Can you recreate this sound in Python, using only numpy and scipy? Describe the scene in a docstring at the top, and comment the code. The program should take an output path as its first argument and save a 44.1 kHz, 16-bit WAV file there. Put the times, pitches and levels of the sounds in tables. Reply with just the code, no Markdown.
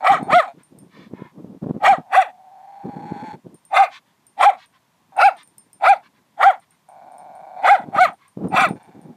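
"""On a dirt path, a small terrier barks twelve times at an echidna in the grass, growling between runs.
Its vocal folds chop the breath into pulses that ring in the throat and mouth. Each bark is one arch of
pitch: a hoarse rise, a clear top (the crest) and a creaking fall. The dog snatches air after barking,
its collar tag tinkles, and gusts thump the microphone. A limiter rounds off the loudest peaks."""
import sys
import numpy as np
from scipy import signal
from scipy.fft import rfft, irfft, next_fast_len
from scipy.io import wavfile
from scipy.ndimage import uniform_filter1d, minimum_filter1d

SR = 44100
rng = np.random.default_rng(int(sys.argv[2]) if len(sys.argv) > 2 else 0)


def output_pcm(signal):
    """Save a mono or channel-first signal as 16-bit PCM at the path in sys.argv[1].

    Samples are clipped to [-1, 1] before scaling.
    """
    pcm = np.clip(np.atleast_2d(signal).T, -1, 1) * 32767
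    wavfile.write(sys.argv[1], SR, np.round(pcm).astype(np.int16))


N = 403956
LOW_THROAT_HZ = 902.3  # the throat's lowest resonance (a band that rings), before the jaw lowers it
EDGE_HZ = 15600  # top of the treble


def dog():
    """The terrier's barks, growls and quick breaths."""
    # crest t/s, top pitch f/Hz, rise t/s, fall t/s, level/dB, full effort before the crest t/s,
    # fade/(dB/s), extra ring at the crest/dB, brightness at the crest/dB and in the fall/dB,
    # mouth opening (multiplies the upper resonances), roughness (0-1) of the rise and of the crest
    barks = [(0.106, 810.7, 0.049, 0.07, -17.5, 0.06, 128.5, 9.5, -6, 6, 1.005, 0.42, 0.92),
             (0.369, 722.2, 0.071, 0.066, -17.5, 0.063, 138, 9.5, -3, 3, 1.01, 0.3, 0.039),
             (1.902, 809.7, 0.055, 0.069, -14, 0.06, 300.5, 6, -14, -3.5, 1.011, 0.7, 0.54),
             (2.186, 776.5, 0.05, 0.073, -19.5, 0.051, 157.5, 14, -4.5, -4.5, 1.05, 0.25, 0.63),
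             (3.809, 807.6, 0.066, 0.064, -16.5, 0.067, 307.5, 9.5, -8, -0.5, 1.1, 0.77, 0.86),
             (4.475, 830, 0.058, 0.048, -13, 0.064, 308, 7, -16, -6.5, 1.03, 0.83, 0.47),
             (5.263, 822, 0.068, 0.048, -13.5, 0.07, 315, 7, -8.5, -9.5, 1.2, 0.5, 0.21),
             (5.908, 813, 0.066, 0.051, -14, 0.066, 367.5, 8, -10, -11.5, 1.114, 0.53, 0.35),
             (6.475, 802, 0.064, 0.061, -14.5, 0.061, 301, 9.5, -12.5, -5.5, 1.035, 0.45, 0.45),
             (7.722, 822, 0.058, 0.064, -14, 0.074, 191.5, 8, -11, -8.5, 1.06, 0.31, 0.45),
             (8.022, 750, 0.071, 0.061, -20.5, 0.07, 156, 13.5, 6, 5, 1.047, 0.54, 0.08),
             (8.609, 796, 0.056, 0.086, -19, 0.072, 182.5, 1.5, 4.5, 3, 1.086, 0.7, 0.67)]
    # start t/s, length t/s, first and last level/dB, first and last throat resonance f/Hz,
    # its width/Hz, overtone level/dB, flutter depth (0-1)
    growls = [(0, 0.12, -36.5, -40, 732, 744, 260, -15, 0.3),
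              (.205, 0.16, -36.5, -43, 745, 748, 260, -16, .4),
              (0.471, 0.066, -33.5, -36.5, 720, 696, 202, -13.5, 0.24),
              (1.999, 0.14, -58.5, -46, 760, 767, 199, -28.5, 0.53),
              (2.299, 1.07, -51.5, -35.5, 744, 865, 139, -30.5, .9),
              (5.115, .06, -53.5, -40.5, 800, 760, 260, -17, .3),
              (6.881, 0.89, -46.5, -39, 745, 728.6, 221, -21, 0.81),
              (7.557, 0.087, -37.5, -29, 725, 758, 194, -25, 0.2),
              (7.83, 0.16, -47, -45, 723, 776, 200, -25, 0.8),
              (8.752, 0.43, -51, -56.5, 819, 756, 256, -7, 0.99)]
    # start t/s, length t/s, level/dB, treble tilt/(dB/octave)
    pants = [(0.569, 0.078, -58.5, -3), (0.878, 0.24, -52.5, 0.5), (1.102, 0.24, -49, -8.5),
             (3.895, 0.11, -42, 1), (4.04, 0.1, -67, -0.5), (4.557, 0.12, -50.5, 1.5),
             (4.718, 0.079, -59, -2.5), (5.35, 0.1, -48, 0.5), (6.015, 0.081, -54, -1.5),
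             (6.129, 0.085, -63.5, -2), (6.607, 0.049, -60.5, -1.5), (6.698, 0.078, -65.5, 0),
             (8.17, .14, -56, -4)]
    out = np.zeros(N)
    for source, rows in (bark, barks), (growl, growls), (pant, pants):
        for row in rows:
            add(out, *source(row))
    return out


def bark(row, jitter=.042, low_width_hz=170, chest_db=-15.5, ring_s=.022):
    """The vocal folds rattle as the pitch climbs, lock into a clearer tone at the crest, then creak."""
    (crest_s, top_hz, rise_s, fall_s, level_db, lead_s, fade,
     ring_db, crest_db, fall_db, mouth, rise_rough, crest_rough) = row
    t = np.arange(-.115, .138, 1 / SR)  # zero is the crest
    t = t[t >= -crest_s]
    pitch = arch(t, top_hz, rise_s, fall_s)
    rough = np.interp(t, [-.05, -.015, .025, .055, .075, .11],
                      [rise_rough, crest_rough, crest_rough, .19, .19, .55])
    locked = np.clip((pitch / top_hz - .8) / .12, 0, 1)
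    wobble = jitter * rough * (1 - .29 * locked) * wander(len(t), 470)
    cycles = np.cumsum(pitch * (1 + wobble)) / SR
    # strong and weak pulses take turns where the voice is hoarse
    uneven = rough * (1 - locked) * np.cos(np.pi * cycles + wander(len(t), 56))
    pulses = folds(cycles, pitch) * (1 + uneven)
    breath = puffs(cycles)
    shut = np.where(t > .014, 1, .88)  # the jaw closes a little after the crest, lowering the resonances
    airflow = pulses + 2 * rough * (1 - .95 * locked) * breath
    low = resonate(airflow, LOW_THROAT_HZ * (1 - .15 * shut), low_width_hz)
    upper = upper_throat(pulses, breath, rough, shut, mouth)
    # the second harmonic (twice the pitch) lights up each resonance and sinks in the gap between them
    low_db = swept(pitch, 790, 130, db=3.5) + swept(pitch, 1000, 120, db=-3.5) - .16
    upper_db = swept(pitch, 1200, 130, db=3.7) + .9
    # near the crest the pitch itself rings the lowest resonance
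    low_db += ring_db * np.exp(-(t / ring_s) ** 2)
    # brightness by stage: jaw opens, hoarse rise, crest, fall, jaw shut
    upper_db += np.interp(t, [-.08, -.035, .003, .062, .11], [-14, 3.5, crest_db, fall_db, -11])
    # low notes come faintly through the chest
    chest = from_db(chest_db) * np.cos(2 * np.pi * cycles) * np.exp(-(pitch / 310) ** 4)
    voice = chest + from_db(low_db) * steadied(radiated(low)) + from_db(upper_db) * upper
    loudness = from_db(level_db + effort(t, lead_s, fall_s, fade)) * signal.windows.tukey(len(t), .18)
    return crest_s + t[0], loudness * voice


def arch(t, top_hz, rise_s, fall_s, rest_hz=213.84):
    """Pitch of a bark: up from rest to the top at t = 0, and down again."""
    return rest_hz + (top_hz - rest_hz) * np.exp(-(t / np.where(t < 0, rise_s, fall_s)) ** 2)


def effort(t, lead_s, fall_s, fade_db_per_s, attack_db_per_s=711.5, drop_db=7.5, drop_s=.0085):
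    """Level of a bark in dB: a steep start, a hold, a quick drop as the push ends, then a fade."""
    early = np.maximum(-t - lead_s, 0)
    late = np.maximum(t - .52 * fall_s, 0)
    return -attack_db_per_s * early - drop_db * np.minimum(late / drop_s, 1) - fade_db_per_s * late


def swept(pitch, centre_hz, width_hz, db):
    """Change of level in dB as the second harmonic passes a frequency."""
    return db * np.exp(-((2 * pitch - centre_hz) / width_hz) ** 2)


def upper_throat(pulses, breath, rough, shut, mouth, hiss_hz=2500, voiced_hz=3200, shimmer_db=3):
    """Pulses and breath ring the higher resonances of throat and mouth: the bright part of a bark."""
    # resonances before the mouth and jaw shift them: f/Hz, width/Hz, level/dB
    resonances = [(1216, 486, 6), (1994, 260, -5), (2299, 430, -1.5), (3418, 680, -13.5), (4360, 860, -20),
                  (5915, 380, -28), (7080, 1600, -31.5), (9170, 1900, -31), (13000, 3400, -41.5)]
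    voiced = filtered(pulses, lambda f: 1 / (1 + (f / voiced_hz) ** 8))
    out = 0
    for k, (hz, width, db) in enumerate(resonances):
        # rushing air takes over from the tone in the treble
        clear = (1 - rough ** 2.1) / np.sqrt(1 + (hz / hiss_hz) ** 8)
        hiss = np.sqrt(1 - clear ** 2) * (rough + (1 - rough) * hz ** 2 / (hz ** 2 + hiss_hz ** 2))
        centre = hz * mouth * (1 - .08 * shut + .012 * wander(len(pulses), 25))
        level_db = db - .5 * shut * np.log2(hz / LOW_THROAT_HZ) + shimmer_db * wander(len(pulses), 51)
        out += (-1) ** k * from_db(level_db) * resonate(clear * voiced + hiss * breath, centre, width)
    return steadied(nasal(reflected(radiated(out)), notch_hz=2850 * mouth), size=900)


def growl(row, flutter_hz=23, slip=.12, attack_s=.008, release_s=.05, harmonic=5):
    """Slow, breathy pulses ring the throat on their fifth harmonic; the folds catch and slip."""
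    # resonances of the nearly shut mouth: f/Hz, width/Hz, level/dB
    shut_mouth = [(1450, 350, 1), (2310, 490, -2), (3580, 340, -9), (4304, 380, -12.5), (6660, 3800, -26)]
    start, length, first_db, last_db, first_hz, last_hz, width_hz, overtones_db, depth = row
    t = np.arange(0, length, 1 / SR)
    level_db = last_db + (first_db - last_db) * abs(1 - t / length) ** 1.8  # moves fast, then settles
    throat_hz = first_hz + (last_hz - first_hz) * t / length
    flutter = np.cumsum(flutter_hz * (1 + .35 * wander(len(t), 12))) / SR
    catch = np.exp(-((flutter % 1 - .5) / .071) ** 2)
    # a narrow resonance holds the folds steadier, so the growl turns into a whine
    unrest = .074 * (width_hz / 210) ** 2
    pitch = throat_hz / harmonic * (1 + unrest * wander(len(t), 120) - slip * depth * catch)
    cycles = np.cumsum(pitch) / SR
    pulses, breath = folds(cycles, pitch), puffs(cycles, leak=.17, open_share=.3)
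    flow = 1 - depth * catch
    ring = radiated(resonate(flow * (pulses + .43 * breath), throat_hz, width_hz), corner_hz=600)
    snarl = unit(reflected(cavity(flow * (pulses + .6 * breath), shut_mouth)))
    # the overtones come out as the lips draw back and the resonance climbs
    snarl *= from_db(overtones_db + .1631 * (throat_hz - first_hz))
    fades = np.clip(np.minimum(t / attack_s, (length - t) / release_s), 0, 1)
    return start, from_db(level_db) * (steadied(ring, size=2400) + snarl) * fades


def pant(row):
    """One quick breath: air hisses through the open muzzle."""
    # resonances of the muzzle: f/Hz, width/Hz, level/dB
    muzzle = [(1050, 280, 13), (1604, 670, 7), (2190, 740, 9.5), (3500, 1570, 4.5), (4640, 3400, -5),
              (7470, 8400, -22)]
    start, length, db, tilt_db = row
    air = cavity(rng.standard_normal(SR // 2), muzzle)
    air = filtered(air, lambda f: from_db(tilt_db * np.log2(np.maximum(f / LOW_THROAT_HZ, 1))))
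    air = unit(reflected(air))[:int(length * SR)]
    return start, from_db(db) * air * signal.windows.tukey(len(air), .8)


def folds(cycles, pitch):
    """Sharp pulses of the vocal folds, built from harmonics: whole multiples of the pitch."""
    return steadied(sum(np.cos(2 * np.pi * k * cycles) * np.clip((EDGE_HZ - k * pitch) / pitch, 0, 1)
                        for k in range(1, int(EDGE_HZ / pitch.min()))))


def puffs(cycles, leak=.13, open_share=.33):
    """Breath noise, let through each time the folds open."""
    return unit((leak + np.exp(-(cycles % 1) / open_share)) * rng.standard_normal(len(cycles)))


def resonate(x, hz, width):
    """One resonance of the throat: it rings in a band whose centre can move."""
    spin = np.exp(2j * np.pi * np.cumsum(hz) / SR)
    decay = np.exp(-np.pi * width / SR)
    return (spin * signal.lfilter([(1 - decay) ** 2], [1, -2 * decay, decay ** 2], x / spin)).real


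def cavity(x, resonances):
    """A mouth held still rings in several bands at once."""
    return filtered(x, lambda f: sum((-1) ** k * from_db(db) * band(f, hz, width) ** 2
                                     for k, (hz, width, db) in enumerate(resonances)))


def nasal(x, notch_hz, width=380, depth=.27):
    """The nose, a side branch of the throat, weakens one band."""
    return filtered(x, lambda f: 1 - depth * band(f, notch_hz, width))


def radiated(x, corner_hz=565):
    """A small mouth lets out hardly any bass."""
    return signal.sosfilt(signal.butter(5, corner_hz, "highpass", fs=SR, output="sos"), x)


def reflected(x, share=.73, count=9):
    """Quick echoes off the ground and the dog's body boost some frequencies and weaken others."""
    delay_s = rng.uniform(.0005, .005, count)
    gains = share * unit(rng.standard_normal(count)) / np.sqrt(count)
    return filtered(x, lambda f: 1 + np.exp(-2j * np.pi * f[:, None] * delay_s) @ gains)


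def collar(tag_db=-3.5, tick_db=-7.5, spread_db=1.5):
    """The tag strikes its ring: a tick and a few high tones, in a new balance each time."""
    # strikes: t/s, relative level/dB
    clinks = [(.231, -41.5), (0.634, -45.5), (0.7877, -41), (3.5442, -45), (3.6517, -42), (4.2675, -43),
              (4.6598, -51.5), (5.1663, -40.5), (5.3687, -48), (5.432, -44), (5.4755, -44), (5.582, -34),
              (5.7311, -38.5), (6.5997, -51.5), (6.7077, -49), (6.8886, -52), (7.1197, -52), (7.182, -44.5),
              (7.353, -51), (8.132, -53), (8.2806, -48.5), (8.485, -43.5), (8.688, -36), (8.831, -51.5),
              (9.0155, -50)]
    # the tag's own tones: f/Hz, relative level/dB, time to fade by 60 dB t/s
    tag_tones = [(5250, -23, 0.22), (8150, -21, .06), (8690, -15.5, 0.033), (8930, -3, 0.18),
                 (9000, -2.5, 0.044), (11800, -14.5, 0.03), (12600, -15, .05), (14630, -18.5, .025)]
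    out, t = np.zeros(N), np.arange(SR // 5) / SR
    hz, db, fade_s = np.transpose(tag_tones)[:, :, None]
    for start, level_db in clinks:
        tone_db = db + spread_db * rng.standard_normal(db.shape) - 60 * t / fade_s
        tones = from_db(tone_db) * np.sin(2 * np.pi * hz * t)
        burst = rng.standard_normal(len(t)) * np.exp(-t / .0014)
        tick = filtered(burst, lambda f: f ** 2 / (f ** 2 + 5000 ** 2))
        add(out, start, from_db(level_db + tag_db) * (tones.sum(0) + from_db(tick_db) * tick))
    return out


def wind(calm_db=-84, lumps_db=6, eddies_per_s=7, eddy_db=11, swirl_s=.005):
    """Gusts rumble on the microphone, and single eddies (small whirls of air) thump it."""
    # gusts: start t/s, length t/s, level/dB
    gusts = [(0.065, 0.35, -35.5), (0.532, 0.094, -50), (0.688, 0.23, -47.5), (0.912, 0.4, -45.5),
             (1.312, 0.29, -40.5), (1.609, 0.16, -27.5), (1.724, 0.32, -39), (2.832, 0.077, -31),
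             (2.865, 0.56, -37.5), (3.432, 0.14, -43.5), (3.798, 0.64, -73.5), (4.902, 1.6, -66.5),
             (6.902, 1, -61.5), (7.73, 0.44, -43), (8.378, 0.12, -26.5), (8.42, 0.38, -33),
             (8.748, 1.95, -41)]
    # the strongest thumps: t/s, peak level/dB
    buffets = [(.123, -19), (0.229, -14), (0.333, -12.5), (1.137, -17.5), (1.222, -19), (1.446, -23),
               (1.634, -22), (1.669, -13), (1.71, -8.5), (1.766, -16.5), (1.985, -18), (2.856, -18),
               (3.122, -14), (3.468, -22.5), (7.888, -19.5), (7.965, -18.5), (8.374, -16.5), (8.43, -22.5),
               (8.448, -14), (8.457, -11), (8.546, -13.5), (8.669, -21), (8.71, -11)]
    # tone colour of the wind: f/Hz, relative level/dB
    spectrum = [(25, -43.5), (60, -26), (110, -7), (170, 3), (280, 0.5), (480, -8.5), (680, -16),
                (1000, -23), (2000, -46), (6000, -61), (16000, -70.5)]
    strength = from_db(calm_db + 2 * wander(N, 3))
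    for start, length, db in gusts:
        add(strength, start, from_db(db) * signal.windows.tukey(int(length * SR), .4))
    rumble = coloured(rng.standard_normal(N), spectrum) * from_db(lumps_db * wander(N, 33))
    out = strength * steadied(rumble, size=3000)
    # smaller eddies come at random, peaking eddy_db above the wind of that moment
    arrivals = np.flatnonzero(rng.random(N) < eddies_per_s / SR)
    eddies = [(i / SR, 20 * np.log10(strength[i]) + eddy_db) for i in arrivals]
    t = np.arange(-SR // 50, SR // 12) / SR
    for start, peak_db in buffets + eddies:
        # each eddy shoves the microphone's membrane, then swirls past
        push = (t >= 0) * np.exp(-abs(t) / .00026)
        swirl = (t >= 0) * np.exp(-abs(t) / swirl_s) * rng.standard_normal(len(t))
        thump = coloured(push + .25 * swirl, spectrum)
        add(out, start + t[0], from_db(peak_db) * thump / abs(thump).max())
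    return out


def bushes(x, echo_db=-33.5, fade_s=.08, dull_hz=3500):
    """The undergrowth scatters back faint, short, dull echoes."""
    t = np.arange(SR // 2) / SR
    echoes = rng.standard_normal(len(t)) * (rng.random(len(t)) < .05)
    echoes *= from_db(-60 * t / fade_s) * np.clip(t / .03, 0, 1)
    echoes = filtered(echoes / np.linalg.norm(echoes), lambda f: 1 / (1 + 1j * f / dull_hz))
    return from_db(echo_db) * signal.fftconvolve(x, echoes)[:N]


def open_air(level_db=-64):
    """The faint, steady hush of the outdoors."""
    # tone colour of the hush: f/Hz, relative level/dB
    spectrum = [(47, -35), (80, -9.5), (169, 0), (358, -10.5), (477, -13), (1050, -5), (1310, -15),
                (1910, -14), (2900, -18.5), (3460, -17.5), (4220, -20.5), (14500, -27), (15500, -39)]
    return from_db(level_db) * unit(coloured(rng.standard_normal(N), spectrum))


def from_db(db):
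    """Turns decibels into a multiplier."""
    return 10 ** (np.asarray(db) / 20)


def unit(x):
    """Scales the average level (rms) to 1."""
    return x / np.sqrt(np.mean(x ** 2) + 1e-20)


def steadied(x, size=500):
    """Holds the running level at 1, keeping the shape of each cycle."""
    return x / np.sqrt(abs(uniform_filter1d(uniform_filter1d(x ** 2, size), size)) + 1e-12)


def add(mix, start_s, sound):
    """Lays a sound into the mix."""
    part = mix[max(round(start_s * SR), 0):][:len(sound)]
    part += sound[:len(part)]


def band(f, hz, width):
    """How a simple resonance at hz responds to each frequency f."""
    return 1j * f * width / (hz ** 2 - f ** 2 + 1j * f * width)


def filtered(x, response):
    """Multiplies each frequency f in a sound by response(f)."""
    size = next_fast_len(len(x) + 4096)
    return irfft(rfft(x, size) * response(np.fft.rfftfreq(size, 1 / SR)), size)[:len(x)]


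def coloured(x, spectrum):
    """Shapes the tone colour along points of f/Hz, level/dB."""
    hz, db = np.transpose(spectrum)
    return filtered(x, lambda f: from_db(np.interp(np.log(f + 1), np.log(hz), db)))


def wander(count, rate_hz):
    """Smooth random motion with a typical size of 1."""
    noise = rng.standard_normal(count + SR // 4)
    return unit(filtered(noise, lambda f: np.exp(-(f / rate_hz) ** 2)))[-count:]


def scene():
    """The dog close by, its echo, the wind and the open air, in one channel."""
    near = dog() + collar()
    air = open_air()
    return (near + bushes(near) + wind() + air)[None]


def record(dry, ceiling=.72, lopsided=.0069):
    """A fast, slightly lopsided limiter turns down the peaks; then the highest treble is cut."""
    allowed_gain = np.minimum(ceiling / (abs(dry) + 1e-9), 1)
    held = dry * uniform_filter1d(minimum_filter1d(allowed_gain, size=90), size=90)
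    treble_cut = signal.firwin(511, EDGE_HZ, window=("kaiser", 9), fs=SR)
    return signal.oaconvolve(held + lopsided * held ** 2, treble_cut[None], "same")


dry = scene()
out = record(dry)
output_pcm(out)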